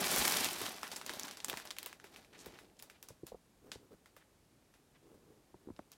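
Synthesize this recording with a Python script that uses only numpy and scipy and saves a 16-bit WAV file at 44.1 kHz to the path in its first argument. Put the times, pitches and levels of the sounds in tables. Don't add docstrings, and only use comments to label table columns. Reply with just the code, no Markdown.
import sys
import numpy as np
from scipy import signal
from scipy.fft import rfft, irfft, next_fast_len
from scipy.io import wavfile

SR = 44100
rng = np.random.default_rng(int(sys.argv[2]) if len(sys.argv) > 2 else 0)


def dump(signal):
    limited = np.clip(np.atleast_2d(signal).T, -1, 1)
    pcm = np.round(limited * 32767).astype(np.int16)
    wavfile.write(sys.argv[1], SR, pcm)


N = 263255

FULL_DRAG_DB = -38
REST_S, SETTLE_S = 3.1, 0.21

# time_s, level_db
PULL = [(0.0, -41.5), (0.128, -37.5), (0.41, -38.5), (0.542, -46.5), (0.65, -46), (0.78, -55.5),
        (1.02, -61), (1.12, -55.5), (1.26, -52.5), (1.41, -67), (1.53, -53), (1.74, -71), (1.85, -58.5),
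        (1.99, -73), (2.15, -63), (2.29, -73), (2.46, -63), (2.73, -74), (2.86, -73.5), (3.0, -72)]
def pull():
    return np.interp(np.arange(N) / SR, *np.transpose(PULL))


# frequency_hz, level_db
EMBROIDERY_SPECTRUM = [(290, -46), (500, -3.5), (750, 3), (1100, 0.5), (1700, -2), (2600, -2.5), (4700, -3),
                       (9000, -0.5), (14500, -3), (16000, -13)]
def crinkle(drag_db):
    effort_db = drag_db - FULL_DRAG_DB
    catches_per_s = 900 + 4500 * from_db(0.85 * effort_db)
    shared = slips(catches_per_s, spread_db=3, clump_db=4.5)
    coarse = colour(shared + 0.85 * slips(catches_per_s, spread_db=4, clump_db=1.5), EMBROIDERY_SPECTRUM)
    fine = colour(shared + 2 * slips(catches_per_s, spread_db=4, clump_db=3.5), EMBROIDERY_SPECTRUM)
    coarse = rms_one(cut(cut(coarse, 5150, "low", order=4), 860, "high"))
    fine = rms_one(cut(fine, 4870, "high", order=4))
    treble_db = -38.5 + 1.265 * effort_db
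    moving = np.clip((drag_db + 75) / 6, 0, 1)
    return moving * (coarse * from_db(drag_db) + fine * from_db(treble_db))


# frequency_hz, level_db
SWISH_SPECTRUM = [(20, -28), (40, -15), (80, -6), (220, 5.5), (400, 6), (800, 0.5), (1200, -21),
                  (2000, -11), (3000, -71)]
def swish(drag_db):
    grains = slips(6000, spread_db=3, clump_db=4.5)
    level_db = -45 + 0.79 * (drag_db - FULL_DRAG_DB)
    return colour(grains, SWISH_SPECTRUM) * from_db(level_db)


# start_s, level_db, centre_hz, glint_db, slack
BEAD_SNAPS = [(0.042, -21.5, 3180, -24, 0.64), (0.1148, -25, 6200, 0, 1), (0.1609, -22, 3900, -1, .85),
              (0.2784, -16.5, 3720, -4.5, 0.62), (0.3215, -20.5, 3250, -5, 0.66),
              (0.3695, -22, 7530, -3, 0), (0.4444, -20, 6500, -8, 0.4), (0.6145, -32, 1460, -3, 1),
              (0.6788, -43, 4530, -12, .95), (0.831, -24, 1400, -19, 0.5), (0.8775, -34, 5410, -12, 0),
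              (0.9153, -34.5, 4230, -18, 0.99), (0.9607, -31, 5560, -14, .8),
              (0.9648, -28.5, 7800, -12, .05), (1.0133, -31.5, 1200, -26, 0.43),
              (1.0628, -29, 4400, -8, 0.66), (1.0939, -23, 1870, -35, 0.52),
              (1.1355, -32.5, 4100, -10, 0.8), (1.1958, -25.5, 6000, -11, 0), (1.2326, -26.5, 6700, -19, 0),
              (1.281, -30, 2040, -38, .3), (1.3104, -30.5, 3500, -24, 0.6), (1.3709, -34, 5170, -13, 0.64),
              (1.4022, -33, 4080, -30, 0.35), (1.4453, -22, 7800, -10, 0), (1.483, -29, 3420, -6, 0.92),
              (1.4977, -23.5, 3120, -8, 0.3), (1.5291, -28, 1630, -33, 0), (1.5718, -30, 1840, -10, 0.68),
              (1.599, -31.5, 1790, -32, 0.2), (1.6528, -40, 1250, -7, 0.9),
              (1.6728, -31.5, 4500, -35, 0.38), (1.7056, -29.5, 3700, -16, .3),
              (1.71, -25.5, 4070, -22, 0.14), (1.7659, -37.5, 2400, -21, 0.4),
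              (1.7849, -27, 3630, -6.5, 0.3), (1.829, -32.5, 3400, -3.5, 0.3),
              (1.8603, -33.5, 2850, 2, 0.74), (1.928, -34.5, 2370, -24, 0.27),
              (1.9988, -40, 1760, -32, 0.2), (2.0413, -41.5, 2020, -14, 0.88),
              (2.1606, -35.5, 2580, -24, 0.6), (2.2468, -47, 2930, -23, 0.6),
              (2.3334, -45.5, 1710, -32, 0.5), (2.4598, -39, 1280, -7, 0.78), (2.588, -39, 1810, -27, 0.66),
              (2.798, -41.5, 3600, -9, 0.64), (2.824, -38, 5200, -2.5, 0.75),
              (2.8985, -41.5, 2260, -13, 0.58), (3.027, -41, 4900, 0, 0.68), (3.086, -38, 6360, -8, 0.61),
              (3.267, -44.5, 4500, 2.5, 0.92), (3.717, -29, 3900, -35, 0.46),
              (4.0583, -45.5, 2000, -15, 0.63), (4.1648, -45, 1850, -9, 0.76),
              (4.7389, -53.5, 2200, -28, 0.94), (5.7636, -46.5, 3220, -45, 0.5),
              (5.7905, -49, 2400, -40, 0.3), (5.9173, -42, 5050, -5, 0.53)]
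def snaps(rows):
    direct, spread, t = np.zeros(N), np.zeros(N), np.arange(4096) / SR
    click = cut(signal.unit_impulse(len(t)), 590, "high")
    glint_hz = 8800
    for start_s, level_db, centre_hz, glint_db, slack in rows:
        crack_noise, flap_noise = rng.standard_normal((2, len(t)))
        linger_db, flap_db, room_db = -18.5 + 6 * slack, -32.5 + 25 * slack, -14.5 + 18 * slack
        release = np.exp(-np.abs(t - 0.001) / 0.00043)
        lingering = from_db(linger_db) * np.exp(-t / 0.012)
        burst = np.sign(crack_noise) * (release + lingering)
        crack = resonate(burst, centre_hz, q=2.13) + from_db(-9) * cut(burst, 810, "high")
        crack = peak_one(cut(crack, 7960, "low", order=3))
        glint = from_db(glint_db + 6) * peak_one(cut(burst, glint_hz, "high", order=3))
        flap = flap_noise * (1 - np.exp(-t / 0.00033)) * np.exp(-t / 0.027)
        flap = from_db(flap_db) * peak_one(cut(cut(flap, 1000, "low"), 210, "high"))
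        add(direct, start_s, from_db(level_db - 1.46) * (crack + glint + flap))
        wide = resonate(click, centre_hz, q=0.78) + from_db(-1.5) * click
        wide = rms_one(cut(wide, 12300, "low")) * crack.std()
        bright = rms_one(cut(click, glint_hz, "high", order=3)) * glint.std()
        add(spread, start_s + 0.001, from_db(level_db + room_db) * wide)
        add(spread, start_s + 0.0031, from_db(level_db + room_db - 11) * bright)
    return direct, spread


def small_snaps(drag_db, count=32):
    when, weakness, pitch = rng.random((count, 3)).T
    start_s = when * min(REST_S, N / SR - 1)
    level_db = drag_db[(start_s * SR).astype(int)] + 18 - 6 * weakness
    centre_hz = 3350 * 2 ** (2 * pitch - 1)
    glint_db, slack = -23, 0.28
    return [(*row, glint_db, slack) for row in zip(start_s, level_db, centre_hz)]


# start_s, length_s, level_db, centre_hz
FOLD_STROKES = [(0.426, 0.043, -41, 3560), (0.592, 0.13, -60, 4600), (0.824, 0.059, -53.5, 1870),
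                (1.072, 0.037, -55, 3460), (1.238, 0.03, -53.5, 1260), (1.538, 0.0051, -45.5, 1490),
                (2.327, 0.049, -61, 2300), (2.376, 0.061, -61, 5960), (2.536, 0.035, -62.5, 2000),
                (2.79, 0.0094, -60.5, 5800), (2.94, 0.035, -71.5, 2500), (3.261, 0.044, -65, 4900),
                (3.73, 0.033, -61, 4430), (4.202, 0.029, -71, 1880), (4.94, 0.037, -73, 2200),
                (5.914, 0.03, -65.5, 4630)]
def fold_strokes():
    grains = colour(slips(9000, spread_db=5.5, clump_db=0.5), EMBROIDERY_SPECTRUM)
    out = np.zeros(N)
    for start_s, length_s, level_db, centre_hz in FOLD_STROKES:
        brush = cut(resonate(grains, centre_hz, q=1), 1.56 * centre_hz, "low")
        out += swell(start_s, length_s, level_db) * rms_one(brush)
    return out


# start_s, level_db, pitch_hz, touch_db, shudder_db
DULL_BUMPS = [(0.178, -42, 230, -15, 2), (0.215, -36, 260, -15, -9), (0.614, -36, 380, -16, -19),
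              (0.93, -37.5, 770, -23, -32), (1.101, -44, 370, -20, -32), (1.239, -46, 253, -17, -18),
              (1.516, -42, 520, 2, -23), (1.5309, -40, 366, -11, -15), (1.865, -48, 435, 7, -24),
              (2.043, -49.5, 380, 2, -25), (2.465, -40.5, 398, -15, -12.5), (3.104, -44, 470, -8, -8),
              (3.2322, -37, 324, -31, -13), (3.319, -38.5, 486, -14, -15), (3.345, -39.5, 460, -21, -20),
              (3.756, -41.5, 470, -12, -8), (4.167, -53.5, 475, 1, -18), (5.542, -46, 340, -3.5, -10),
              (5.672, -40.5, 302, -17, -19), (5.686, -41.5, 380, -9, -23), (5.702, -40.5, 288, -9.5, -8.5),
              (5.7917, -40, 338, 1.5, -20)]
def bumps():
    out, t = np.zeros(N), np.arange(8192) / SR
    for start_s, level_db, pitch_hz, touch_db, shudder_db in DULL_BUMPS:
        touch_noise, rattle_noise, shudder_noise = rng.standard_normal((3, len(t)))
        push = (1 - np.exp(-t / 0.0033)) ** 2 * np.exp(-t * pitch_hz / 0.73)
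        knock = np.sin(2 * np.pi * pitch_hz * t) * push
        tick = np.sign(touch_noise) * np.exp(-t / 0.0018)
        touch = cut(resonate(tick, 880, q=1.6), 1310, "low", order=4)
        rattle = rattle_noise * np.exp(-t / 0.0098)
        rattle = cut(cut(rattle, 1.61 * pitch_hz, "low", order=4), 190, "high")
        shudder = cut(cut(shudder_noise * np.exp(-t / 0.018), 130, "low"), 47, "high")
        for part, part_db in ((knock, -1.5), (touch, touch_db), (rattle, -9), (shudder, shudder_db)):
            add(out, start_s, from_db(level_db + part_db) * peak_one(part))
    return out


# start_s, length_s, level_db
FINGER_RUBS = [(2.274, 0.46, -68), (3.616, 0.13, -62.5), (3.773, 0.12, -67), (3.901, 0.055, -62),
               (4.26, 0.097, -77), (5.024, 0.16, -65.5), (5.133, 0.31, -70), (5.301, 0.012, -66),
               (5.582, 0.1, -72)]
# frequency_hz, level_db
SKIN_SPECTRUM = [(40, -15), (150, -4.5), (300, -1.5), (430, 1.5), (650, -14.5), (1200, -18.5),
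                 (2200, -29.5), (6000, -35)]
def finger_rubs():
    grains = colour(slips(1500, spread_db=2.5, clump_db=1.5), SKIN_SPECTRUM)
    return grains * sum(swell(*rub) for rub in FINGER_RUBS)


def bedroom(x, t60_s=0.25):
    t = np.arange(SR // 2) / SR
    noise = rng.standard_normal(len(t)) * (1 - np.exp(-t / 0.00031))
    dull = cut(noise, 3400, "low", order=1)
    treble = noise - dull
    tail = dull * from_db(-60 * t / t60_s) + treble * from_db(-60 * t / (0.72 * t60_s))
    return signal.fftconvolve(x, tail / np.linalg.norm(tail))[:N]


# frequency_hz, level_db
HUSH_SPECTRUM = [(15, -55), (40, -4), (70, -8.5), (150, -7.5), (350, -10), (600, -15), (1200, -21.5),
                 (3000, -26.5), (9000, -28.5), (13000, -32), (16000, -40)]
def room_tone():
    return from_db(-69.43) * colour(rng.standard_normal(N), HUSH_SPECTRUM)


def slips(per_s, spread_db, clump_db):
    sizes = from_db(spread_db * np.minimum(rng.exponential(1, N), 4))
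    released = rng.random(N) < per_s / SR
    signs = rng.choice([-1, 1], N)
    bunching = from_db(clump_db * drift(rate_hz=170))
    return released * sizes * signs * bunching / np.sqrt(per_s)


def drift(rate_hz):
    knots = rng.standard_normal(8192)
    return np.interp(np.arange(N) / SR * rate_hz, np.arange(len(knots)), knots)


def swell(start_s, length_s, level_db):
    phase = np.clip((np.arange(N) / SR - start_s) / length_s, 0, 1)
    return from_db(level_db) * np.sqrt(2 * np.abs(np.sin(np.pi * phase))) * (phase < 1)


def colour(x, spectrum):
    hz, db = np.transpose(spectrum)
    size = next_fast_len(N)
    bins_hz = np.maximum(np.fft.rfftfreq(size, 1 / SR), 1)
    gain = from_db(np.interp(np.log(bins_hz), np.log(hz), db))
    return rms_one(irfft(rfft(x, size) * gain, size)[:N])


def resonate(x, hz, q):
    return signal.lfilter(*signal.iirpeak(min(hz, .36 * SR), max(q, 1 / 2, 5 * hz / SR), fs=SR), x)


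def cut(x, hz, kind, order=2):
    return signal.sosfilt(signal.butter(order, min(hz, .45 * SR), kind, fs=SR, output="sos"), x)


def add(out, start_s, sound):
    start = max(int(start_s * SR), 0)
    out[start:start + len(sound)] += sound[:N - start]


def from_db(db):
    return 10 ** (np.asarray(db) / 20)


def rms_one(x):
    return x / np.sqrt(np.mean(x ** 2) + 1e-20)


def peak_one(x):
    return x / np.abs(x).max()


def scene():
    drag_db = pull()
    sliding = crinkle(drag_db) + swish(drag_db)
    settling = np.clip((REST_S - np.arange(N) / SR) / SETTLE_S, 0, 1)
    cloth = from_db(-0.33) * (settling * sliding + fold_strokes())
    direct, spread = snaps(BEAD_SNAPS + small_snaps(drag_db))
    room = bedroom(from_db(-11) * cloth + from_db(-1.5) * spread)
    hush = room_tone()
    return (cloth + direct + room + finger_rubs() + bumps() + hush)[None]


def record(dry):
    cutoff_hz = 16100
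    return signal.sosfilt(signal.ellip(10, .1, 70, cutoff_hz, fs=SR, output="sos"), dry)


dry = scene()
out = record(dry)
dump(out)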